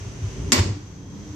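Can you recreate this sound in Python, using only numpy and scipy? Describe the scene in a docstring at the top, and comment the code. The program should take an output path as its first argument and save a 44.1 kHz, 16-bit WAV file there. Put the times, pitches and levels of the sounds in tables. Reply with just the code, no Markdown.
"""Gas hisses over a low rumble and hum from a burner under a frying pan in a small, hard-walled kitchen.
The igniter snaps once, ringing the stove, the pan and the room and overloading the microphone.
The gas catches with a short flare and a soft, throbbing thump, then settles to a quiet flame."""
import sys
import numpy as np
from scipy import signal
from scipy.fft import rfft, irfft
from scipy.io import wavfile

SR = 44100
rng = np.random.default_rng(int(sys.argv[2]) if len(sys.argv) > 2 else 0)


def unload_wav(signal):
    """Save mono or channel-first audio to the path in sys.argv[1] as 16-bit WAV at rate SR, clipped to [-1, 1]."""
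    wavfile.write(
        sys.argv[1],
        SR,
        np.round(np.clip(np.atleast_2d(signal).T, -1, 1) * 32767).astype(np.int16),
    )


N = 59535
T = np.arange(N) / SR
HZ = np.fft.rfftfreq(N, 1 / SR)
SNAP_S, FLARE_S = 0.5202, 0.592  # when the igniter snaps and when the flare peaks

# The tone of the low rumble and the flame's puffs. Each row: frequency in Hz, relative level in dB.
RUMBLE_SPECTRUM = [(20, -28), (38, -15.5), (56, 5), (78, -1.5), (103, 6), (135, -2.5), (200, -19),
                   (400, -85)]


def amp(db):
    """Turns decibels into a gain."""
    return 10 ** (np.asarray(db) / 20)


def value_at(points, hz):
    """Looks up values between a table's rows on a logarithmic frequency scale."""
    row_hz, value = np.transpose(points)
    return np.interp(np.log(hz + 1), np.log(row_hz), value)


def level(points):
    """Gain over time, from rows of seconds and dB."""
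    return amp(np.interp(T, *np.transpose(points)))


def noise(gain, likeness):
    """Stereo noise of power 1, shaped by a gain per frequency. Likeness 1 makes both sides equal."""
    mid, side = rfft(rng.standard_normal((2, N)))
    pair = np.sqrt(1 + likeness) * mid + np.sqrt(1 - likeness) * np.array([side, -side])
    shaped = irfft(pair * gain, N)
    return shaped / np.sqrt(np.mean(shaped ** 2) + 1e-20)


def coloured(spectrum, likeness):
    """Noise whose tone follows rows of Hz and dB."""
    return noise(amp(value_at(spectrum, HZ)), likeness)


def narrow_noise(hz, width_hz, likeness):
    """Noise gathered around one pitch."""
    return noise(1 / (1 + (2 * (HZ - hz) / width_hz) ** 2), likeness)


def struck(start_s, rise_s, t60):
    """A quick rise, then a fade of 60 dB every t60 seconds."""
    age = np.maximum(T - start_s, 0)
    return (1 - np.exp(-age / rise_s)) * amp(-60 * age / t60)


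def swell(peak_s, rise_s, fall_s):
    """A soft rise to a peak and a soft fall."""
    return np.exp(-((T - peak_s) / np.where(T < peak_s, rise_s, fall_s)) ** 2 / 2)


def gas_jet():
    """The jet hisses and whistles faintly; its tone changes once the flame is lit."""
    # How loud the hiss is. Each row: time in seconds, level in dB.
    hiss_levels = [(0, -43.5), (.19, -45.5), (.25, -43), (.5, -43.5), (.75, -51.5), (.92, -51.5),
                   (1.06, -53.5), (1.18, -49.5), (1.35, -48)]
    # The hiss before and after lighting. Each row: frequency in Hz, relative level in dB.
    unlit_spectrum = [(200, 3.5), (600, 6.5), (1000, 2.5), (1500, 0.5), (2800, 0), (4200, -5.5), (5500, -2),
                      (6100, 6), (6800, -3), (8100, -10.5), (9000, -16.5), (10500, -25), (11700, -17.5),
                      (12600, -41), (15000, -45)]
    lit_spectrum = [(200, -30), (600, 4.5), (1150, 2.5), (1600, 1.5), (2800, -2.5), (4200, -4), (5500, -1),
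                    (6150, 7.5), (6800, -3.5), (8100, -10), (9000, -28), (10300, -32), (11700, -13),
                    (12500, -34), (15000, -43)]
    # The jet's whistles. Each row: pitch in Hz, width in Hz, level in dB.
    whistles = [(3250, 46, -65), (6200, 170, -62)]
    likeness = 0.1
    lit = np.clip((T - FLARE_S) / 0.15, 0, 1)
    hiss = np.sqrt(1 - lit) * coloured(unlit_spectrum, likeness)
    hiss += np.sqrt(lit) * coloured(lit_spectrum, likeness)
    whistle = sum(amp(db) * narrow_noise(hz, width, likeness) for hz, width, db in whistles)
    return level(hiss_levels) * hiss + whistle


def low_rumble():
    """A deep background rumble swells and sinks."""
    # How loud the rumble is. Each row: time in seconds, level in dB.
    rumble_levels = [(0, -33.5), (.17, -40.5), (.245, -26), (.315, -39), (.43, -26), (.49, -30.5),
                     (.53, -45), (.74, -40), (.8, -40), (1.05, -42.5), (1.35, -39)]
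    return level(rumble_levels) * coloured(RUMBLE_SPECTRUM, likeness=1)


def burner_rush():
    """The burner's rush sounds hollow because the air under the pan resonates."""
    # How loud the rush is. Each row: time in seconds, level in dB.
    rush_levels = [(0, -43.5), (.3, -42.5), (.43, -36), (.5, -37), (.69, -33.5), (.77, -48.5), (.87, -48),
                   (1.0, -44), (1.15, -41.5), (1.35, -44.5)]
    # The tone of the rush. Each row: frequency in Hz, relative level in dB.
    rush_spectrum = [(60, -22), (120, -1), (160, 3), (215, -2.5), (290, -0.5), (340, -6.5), (400, -8),
                     (480, -10), (700, -24.5), (1050, -18), (2000, -71)]
    # Air resonances. Each row: pitch in Hz, width in Hz, unlit and lit levels in dB against the rush.
    hollows = [(104.4, 26, -2, -4.5), (178.6, 10, -11, -5.5), (205.6, 7.7, -20, -6),
               (280.9, 17, -11.5, -8.5), (389.8, 51, -6.5, -16.5)]
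    likeness = 0.873
    lit = np.clip((T - FLARE_S) / 0.22, 0, 1)
    rush = coloured(rush_spectrum, likeness)
    for hz, width, unlit_db, lit_db in hollows:
        rush += amp(unlit_db + lit * (lit_db - unlit_db)) * narrow_noise(hz, width, likeness)
    return level(rush_levels) * rush


def burner_hum():
    """The burner hums one wavering note, a little higher once it is lit."""
    # The path of the hum. Each row: time in seconds, pitch in Hz, level in dB.
    hum_path = [(0, 284, -59.5), (.3, 278, -49), (.45, 281, -32.5), (.52, 283, -35), (.62, 296, -43),
                (.78, 298, -40.5), (.88, 298, -61), (1.1, 300, -51), (1.33, 302, -39.5)]
    times, hz, db = np.transpose(hum_path)
    waver, drift = 0.45 * noise(1 / (1 + (HZ / 15) ** 4), likeness=0)  # mostly slower than 15 Hz
    phase = 2 * np.pi * np.cumsum(np.interp(T, times, hz)) / SR
    return amp(np.interp(T, times, db)) * (1 + waver) * np.sin(phase + drift)


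def igniter():
    """A sprung hammer ticks, cracks and rebounds; the stove top gives under it with a low knock."""
    # The hammer's blow and rebounds. Each row: delay after the snap in seconds, level in dB.
    blows = [(0, -10), (.0038, -13), (.0066, -14.5), (.0106, -11)]
    # The tones of the crack and the sharp tick. Each row: frequency in Hz, relative level in dB.
    crack_spectrum = [(40, -35), (150, -22), (400, -41), (1200, -4), (2100, 3.5), (3200, -13), (4700, 6.5),
                      (6200, 4.5), (7100, 8.5), (8000, 2), (9000, -6.5), (10200, -12.5), (12800, -29),
                      (14300, -16), (15200, -48)]
    tick_spectrum = [(300, -48), (2000, 6.5), (4000, 1), (5600, 4.5), (7200, 9), (8500, -15),
                     (10000, -13.5), (13000, -20), (14500, -40)]
    tick = amp(-4) * struck(SNAP_S + 0.0002, rise_s=0.0001, t60=0.01)
    tick = tick * coloured(tick_spectrum, likeness=0.5)
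    crack = np.zeros((2, N))
    for delay, db in blows:
        burst = amp(db) * struck(SNAP_S + delay, rise_s=0.0002, t60=0.036)
        crack += burst * coloured(crack_spectrum, likeness=0.037)
    knock_hz, knock_rise_s = 250, 0.0107
    age = np.maximum(T - SNAP_S, 0)
    knock_level = amp(-17.5) * age / knock_rise_s * np.exp(1 - age / knock_rise_s)
    return tick + crack + knock_level * np.sin(2 * np.pi * knock_hz * age)


def ringing_metal():
    """The snap sets the stove body, the pan and its support ringing."""
    # The metal's notes. Each row: pitch in Hz, level in dB, seconds to fade by 60 dB.
    stove_notes = [(226.5, -23.5, 0.47), (265.3, -26, 0.31), (350.8, -27, 0.68), (380.3, -31, 0.65),
                   (503, -37, 0.53), (574.4, -31.5, 0.53), (609, -28.5, 0.38), (739, -35, 0.72),
                   (810, -54, 0.47), (866, -31, 0.45), (981, -32.5, 0.32), (998, -30, .38),
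                   (1082, -29.5, 0.32), (1097, -27.5, 0.23)]
    pan_notes = [(1834, -41, 0.4), (1960, -31, 0.34), (2013, -18, 0.12), (2250, -28, 0.28),
                 (2670, -29.5, 0.33), (2733, -25.5, 0.27), (3877, -36, .3), (4750, -29.5, 0.45),
                 (5020, -31, 0.15), (5360, -28, 0.29)]
    age = np.maximum(T - SNAP_S, 0)
    ring = np.zeros((2, N))
    for hz, db, t60 in stove_notes + pan_notes:
        offset, apart = rng.uniform(-0.94, 1, 2)
        spread = min(hz / 1800, 0.8) * np.array([[1], [-1]])  # low notes differ less between the ears
        phase = np.pi * (offset + apart * spread)
        ring += amp(db) * struck(SNAP_S, 0.005, t60) * np.sin(2 * np.pi * hz * age + phase)
    return ring


def kitchen_echoes():
    """Hard walls return the snap as dense, ringing echoes; the treble dies first."""
    # The tone of the echoes. Each row: frequency in Hz, relative level in dB.
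    echo_spectrum = [(40, -40), (130, -21), (300, 0), (460, -8.5), (690, -4.5), (930, 0.5), (1500, -4),
                     (2300, 0.5), (3500, -3), (5000, 1.5), (6200, -4.5), (7100, -1.5), (7700, -5.5),
                     (8400, -9), (9600, -26.5), (12500, -10.5), (14000, -26), (15200, -44)]
    # How long they last. Each row: frequency in Hz, seconds to fade by 60 dB.
    fade_times = [(200, 1), (1000, 0.56), (4000, 0.45), (7500, 0.45), (11000, 0.27), (15000, 0.18)]
    grid_hz = np.arange(0, SR / 2, 22)  # crowded small resonances colour the echoes
    ripple_db = np.interp(HZ, grid_hz, rng.uniform(-3.4, 3, len(grid_hz)))
    wash = noise(amp(value_at(echo_spectrum, HZ) + ripple_db), likeness=0.057)
    hz, times, bands = signal.stft(wash, SR, nperseg=256)
    fade = amp(-60 * np.maximum(times - SNAP_S, 0) / value_at(fade_times, hz)[:, None])
    tail = signal.istft(bands * fade, SR, nperseg=256)[1][:, :N]
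    onset = np.clip((T - SNAP_S) / 0.004, 0, 1)
    return amp(-17) * onset * tail


def catching_flame():
    """The flame flares round the burner, and the air under the pan throbs with it."""
    # The tone of the flare. Each row: frequency in Hz, relative level in dB.
    flare_spectrum = [(30, -8), (60, 0), (130, 7), (210, 5.5), (350, 3.5), (470, -4), (1000, -5),
                      (2500, -7), (5200, -11), (7600, -13), (9500, -26), (13000, -37), (15000, -38)]
    # The throbs. Each row: peak time in seconds, pitch in Hz, level in dB, rise and fall in seconds.
    throbs = [(.607, 93, -13, .014, .011), (.674, 98, -22, .024, .058)]
    flare = coloured(flare_spectrum, likeness=1 / (1 + (HZ / 600) ** 2))  # central bass, wide treble
    flame = amp(-22.5) * swell(FLARE_S, rise_s=0.02, fall_s=0.0081) * flare
    for peak_s, hz, db, rise_s, fall_s in throbs:
        wobble = 0.4 * noise(1 / (1 + (HZ / 40) ** 4), likeness=1)[0]
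        phase = 2 * np.pi * hz * (T - peak_s) + wobble
        overtone = amp(-15.5) * np.cos(2 * phase + 2 * wobble)
        puff = amp(-7.5) * coloured(RUMBLE_SPECTRUM, likeness=0.99)
        flame += amp(db) * swell(peak_s, rise_s, fall_s) * (np.cos(phase) + overtone + puff)
    return flame


def scene():
    """Mixes the sounds. The snap's treble leans to the right; the rest is balanced."""
    burner = gas_jet() + low_rumble() + burner_rush() + burner_hum()
    snap = igniter() + ringing_metal() + kitchen_echoes()
    lean_db = np.interp(HZ, [6000, 9000], [0, 3.75])
    snap = irfft(rfft(snap) * amp([-lean_db, lean_db]), N)
    return burner + snap + catching_flame()


def record(dry):
    """The microphone overloads softly on the snap, then the highest treble is cut away."""
    clipped = dry / (1 + dry ** 4) ** (1 / 4)
    low_pass = signal.firwin(255, cutoff=14500, window=("kaiser", 9), fs=SR)
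    return signal.oaconvolve(clipped, low_pass[None], "same")


dry = scene()
out = record(dry)
unload_wav(out)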